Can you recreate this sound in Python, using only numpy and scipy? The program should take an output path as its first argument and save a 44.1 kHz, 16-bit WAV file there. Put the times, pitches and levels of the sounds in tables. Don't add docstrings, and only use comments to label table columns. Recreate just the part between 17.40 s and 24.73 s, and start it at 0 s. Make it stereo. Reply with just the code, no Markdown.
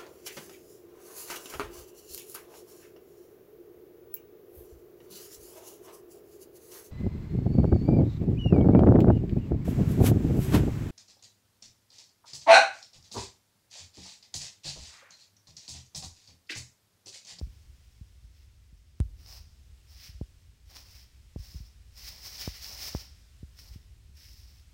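import sys
import numpy as np
from scipy import signal
from scipy.fft import rfft, irfft, next_fast_len
from scipy.io import wavfile

SR = 44100
rng = np.random.default_rng(int(sys.argv[2]) if len(sys.argv) > 2 else 0)


def master(y):
    cut = np.clip(np.atleast_2d(y).T, -1, 1)
    pcm = np.round(cut * 32767)
    wavfile.write(sys.argv[1], SR, pcm.astype(np.int16))


N = 323469

# time in seconds, relative pressure step in dB,
# half rise time in milliseconds, direction (+1 press, -1 release).
FINGER_SHIFTS = [(0.0138, -20, 0.32, -1), (0.0267, -3.5, 3.5, -1), (0.071, -22.5, 1.34, -1),
                 (0.6125, -21, 1.33, 1), (0.8413, -21, 2.56, 1), (1.328, -31.5, 1.07, -1),
                 (1.6027, -3.3, 1.03, 1), (1.6079, -1.5, 2.6, -1), (1.653, -9.5, 4, 1),
                 (1.999, -11, 4.9, 1), (2.6923, -23.5, 1.7, -1), (2.747, -11, 4.2, 1),
                 (2.8134, -12, 0.47, -1), (3.9614, -15.5, 0.43, -1), (3.994, -10, 2.8, 1),
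                 (4.146, -25, 0.9, 1), (4.1548, -13.5, 2.1, -1), (4.2044, -18, 1.58, 1),
                 (5.077, -13, 0.23, -1), (5.5498, -10.5, 0.2, -1), (6.0309, -19, 0.77, -1),
                 (6.309, -12.5, 3.8, 1), (6.36, -21.5, 0.98, -1), (6.696, -26, 2, -1)]


def paper():
    # frequency in Hz, relative level in dB.
    fibre_spectrum = [(1500, -27), (3000, -11), (4200, -2), (5500, -3), (7500, -9.5), (10000, -9),
                      (13000, -9), (16000, -7.5)]
    sheet_spectrum = [(900, -19), (1400, -11), (2000, -1.5), (2800, -2.5), (4000, -4.5), (7000, -19)]
    flutter_spectrum = [(40, -3), (90, -2), (180, 3), (280, -5), (450, -1.5), (700, 1.5), (1100, -0.5),
                        (1800, -9), (4000, -36)]
    swish_db, sheet_db, flutter_db = tug_levels()
    patches = undb(1.52 * walk(45) + 0.69 * walk(260))
    rate = 9000 * undb(.3 * (swish_db + 45.5))
    fibres = unit(port(colour(slips(rate, spread_db=0) * patches, fibre_spectrum)))
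    brightness = undb(np.clip(0.1 * (swish_db + 37.5), -7, 2))
    fibres = cut(fibres, 2, 8500, "low") - cut(fibres, 2, 8500, "high") * brightness
    sheet = unit(colour(slips(rate, spread_db=1.5) * patches, sheet_spectrum)) * undb(sheet_db + 1.5)
    flutter = unit(colour(slips(rate, spread_db=2) * patches, flutter_spectrum))
    flutter *= undb(flutter_db + 2.17)
    return undb(swish_db - 0.47) * (fibres + sheet + flutter)


def tug_levels():
    # time at full speed in seconds, length in seconds, swish level in dB, swell over the
    # length in dB, body of the sheet and flutter of the loose end, both in dB relative to the swish.
    tugs = [(0.0, .035, -61.5, -3, -10, -16), (0.07, 0.63, -72, -5, -8, -16),
            (0.963, .07, -69, -3, -1, -32), (1.806, 0.046, -58.5, -3.5, -6.5, -15),
            (1.867, 0.1, -48.5, 2.5, -11, -13), (2.505, 0.07, -55.5, 0.5, -8.5, -17),
            (2.603, 0.064, -49, 4, -4.5, -21), (3.299, 0.013, -54, 0.5, -5, -9),
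            (3.36, 0.026, -46, -0.5, -7.5, -12.5), (3.413, .08, -56.5, 1.5, -8, -10),
            (3.51, 0.097, -52, -1, -7, -17), (3.988, 0.044, -54, 5, -10, -18),
            (4.048, 0.084, -51.5, 0, -9, -18), (4.166, 0.11, -56.5, -6, -9.5, -15.5),
            (4.581, 0.088, -45, -1, -9, -18.5), (4.672, 0.016, -41, 0.5, -7.5, -20.5),
            (4.711, 0.094, -49.5, -3, -8.5, -13), (4.835, 0.18, -41.5, -0.5, -9.5, -17.5),
            (5.013, 0.052, -38, -0.5, -6, -16.5), (5.082, 0.14, -46, -1, -6, -20),
            (5.226, 0.031, -37.5, 2, -8.5, -19.5), (5.287, 0.083, -41, -7.5, -10.5, -13),
            (5.388, 0.085, -36.5, 5, -8.5, -17), (5.52, 0.099, -44, -1, -8.5, -15.5),
            (6.188, .012, -49, 0, -8.5, -22), (6.235, 0.057, -53.5, 1.5, -10.5, -13),
            (6.318, 0.027, -56, 0, -4.5, -13.5), (6.774, .08, -53, 3.5, -6, -31),
            (6.89, 0.31, -57.5, -8.5, -10, -23)]
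    creep_db, creep_s = -10, .035
    attack_s, release_s = 0.021, 0.035
    settle_db, settle_s = -22.5, 0.16
    resting_db = [-76.5, -81.5, -84]
    t = np.arange(N) / SR
    power = undb(resting_db)[:, None] ** 2 * np.ones(N)
    for start, length, db, swell_db, sheet_db, flutter_db in tugs:
        before, after = np.maximum(start - t, 0), np.maximum(t - start - length, 0)
        attack = np.maximum(np.exp(-before / attack_s), undb(creep_db) * np.exp(-before / creep_s))
        hold = undb(db + swell_db * (np.clip((t - start) / length, 0, 1) - .5))
        release = np.maximum(np.exp(-after / release_s), undb(settle_db) * np.exp(-after / settle_s))
        power += np.outer(undb([0, sheet_db, flutter_db]), attack * hold * release) ** 2
    swish, sheet, flutter = 10 * np.log10(power)
    return swish, sheet - swish, flutter - swish


def slips(rate, spread_db):
    size = undb(spread_db * np.minimum(rng.exponential(size=N), 5))
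    clicks = (rng.random(N) < rate / SR) * size * rng.standard_normal(N)
    return clicks / np.sqrt(np.minimum(rate, SR))


def creases(decay_s, gain_db):
    # time in seconds, relative peak level in dB.
    snaps = [(1.8617, -44), (1.9257, -36), (2.666, -46), (3.3604, -38), (3.3672, -33.5), (5.2444, -33),
             (5.6094, -44.5), (5.6186, -43), (6.1898, -39.5)]
    spectrum = [(200, -2), (700, 0), (2500, -0.5), (5000, 0.5), (8000, -11.5), (16000, -24)]
    t = np.arange(N // 200) / SR
    bursts = np.zeros(N + len(t))
    for start, db in snaps:
        i = int(start * SR)
        bursts[i:i + len(t)] += undb(db + gain_db) * rng.standard_normal(len(t)) * np.exp(-t / decay_s)
    return port(colour(bursts[:N], spectrum))


def port(x):
    # frequency in Hz, width in Hz, gain in dB.
    resonances = [(5285, 890, 13.5), (15300, 2000, 7)]
    return x + sum(undb(db) * resonate(x, hz, width) for hz, width, db in resonances)


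def finger_thumps(low_cut_hz, gain_db):
    t = np.arange(N) / SR
    pressure = sum(direction * undb(db + gain_db) * np.tanh((t - at) / (half_rise_ms / 1000)) / 2
                   for at, db, half_rise_ms, direction in FINGER_SHIFTS)
    return cut(pressure - pressure[0], 6, low_cut_hz, "high")


def grip_tremor(gain_db):
    # frequency in Hz, relative level in dB.
    tremor_spectrum = [(20, -19), (35, -16.5), (50, 1.5), (70, 0), (95, -8), (130, -18.5), (200, -29),
                       (300, -35.5), (500, -43), (1200, -58)]
    growth_db_per_s, calming_s = 0.72, 0.38
    t = np.arange(N) / SR
    resting = undb(-54.5 + growth_db_per_s * t)
    unrest_power = sum((undb(-43 + 0.94 * db) * (t > at) * np.exp(-np.abs(t - at) / calming_s)) ** 2
                       for at, db, _, _ in FINGER_SHIFTS)
    return noise(tremor_spectrum) * np.sqrt(resting ** 2 + unrest_power) * undb(gain_db)


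def skin_tick(at_s, gain_db, decay_s):
    age = np.arange(N) / SR - at_s
    tick = (age >= 0) * np.exp(-np.abs(age) / decay_s)
    ring = tick + 4.0 * resonate(tick, 9000, 1300) + 0.58 * resonate(tick, 3600, 300)
    return undb(gain_db) * cut(ring, 4, 11000, "low")


def faint_right_treble(x):
    # time in seconds, relative level in dB.
    treble_levels = [(4.25, 0), (4.6, -6), (5.0, -10), (5.7, -11), (6.1, 3)]
    spectrum = [(300, 2), (1500, -9), (3000, -9), (5300, -19), (8500, 16), (12000, 20), (15500, 5)]
    diffuse = reverb(x, t60_s=0.048, treble_t60_s=0.024, wet_db=-17)
    return fader(treble_levels) * colour(diffuse, spectrum)


def reverb(x, t60_s, treble_t60_s, wet_db):
    t = np.arange(SR) / SR
    low = cut(rng.standard_normal(SR), 4, 7000, "low") * undb(-60 * t / t60_s)
    high = cut(rng.standard_normal(SR), 4, 7000, "high") * undb(-60 * t / treble_t60_s)
    tail = (low + 0.68 * high) * (t > .004)
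    return undb(wet_db) * signal.fftconvolve(x, tail / np.sqrt(np.sum(tail ** 2)))[:N]


def background_hiss(gain_db):
    # time in seconds, relative level in dB.
    hiss_levels = [(0, -66.5), (1.5, -71.5), (2.75, -66), (3.2, -70.5), (3.5, -67.5), (4.4, -67.5),
                   (5.35, -63.5), (6.7, -69), (7.3, -67)]
    # frequency in Hz, relative level in dB.
    hiss_spectrum = [(100, 8.5), (500, -4), (1100, -3), (2000, 0), (3200, 0.5), (5500, -1.5), (8000, -3.5),
                     (11000, -9.5), (16000, -12)]
    return noise(hiss_spectrum) * fader(hiss_levels) * undb(gain_db)


def room_tone():
    # frequency in Hz, relative level in dB.
    rumble_spectrum = [(20, 1.5), (80, 2.5), (150, -2), (250, -8), (400, -11), (700, -21), (1500, -43)]
    return noise(rumble_spectrum) * undb(-66.5 + 1.9 * walk(4))


def undb(db):
    return 10 ** (np.asarray(db) / 20)


def fader(points):
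    times, db = np.transpose(points)
    return undb(np.interp(np.arange(N) / SR, times, db))


def unit(x):
    return x / np.sqrt(np.mean(x ** 2))


def colour(x, points):
    hz, db = np.transpose(points)
    size = 2 * next_fast_len(N)
    freqs = np.maximum(np.fft.rfftfreq(size, 1 / SR), 1)
    gain = undb(np.interp(np.log(freqs), np.log(hz), db))
    return irfft(rfft(x, size) * gain)[:N]


def noise(points):
    return unit(colour(rng.standard_normal(N), points))


def walk(rate):
    return 0.94 * np.interp(np.arange(N) / SR * rate, np.arange(8000), rng.standard_normal(8000))


def resonate(x, hz, width_hz):
    return signal.lfilter(*signal.iirpeak(hz, hz / width_hz, fs=SR), x)


def cut(x, order, hz, passes):
    return signal.sosfilt(signal.butter(order, hz, passes, fs=SR, output="sos"), x)


def scene():
    near = paper() + creases(decay_s=0.0017, gain_db=0.5)
    paper_in_room = near + reverb(near, t60_s=0.72, treble_t60_s=0.39, wet_db=-13.5)
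    left = paper_in_room + background_hiss(gain_db=1.26) + room_tone()
    right = faint_right_treble(paper_in_room) + finger_thumps(low_cut_hz=53.9, gain_db=1)
    right += grip_tremor(gain_db=2.5) + skin_tick(at_s=1.6027, gain_db=-22.5, decay_s=0.00063)
    right += background_hiss(gain_db=2.5)
    return np.array([left, right])


def record(dry):
    top_hz = 15850
    return signal.sosfilt(signal.ellip(10, .2, 70, top_hz, fs=SR, output="sos"), dry)


dry = scene()
out = record(dry)
master(out)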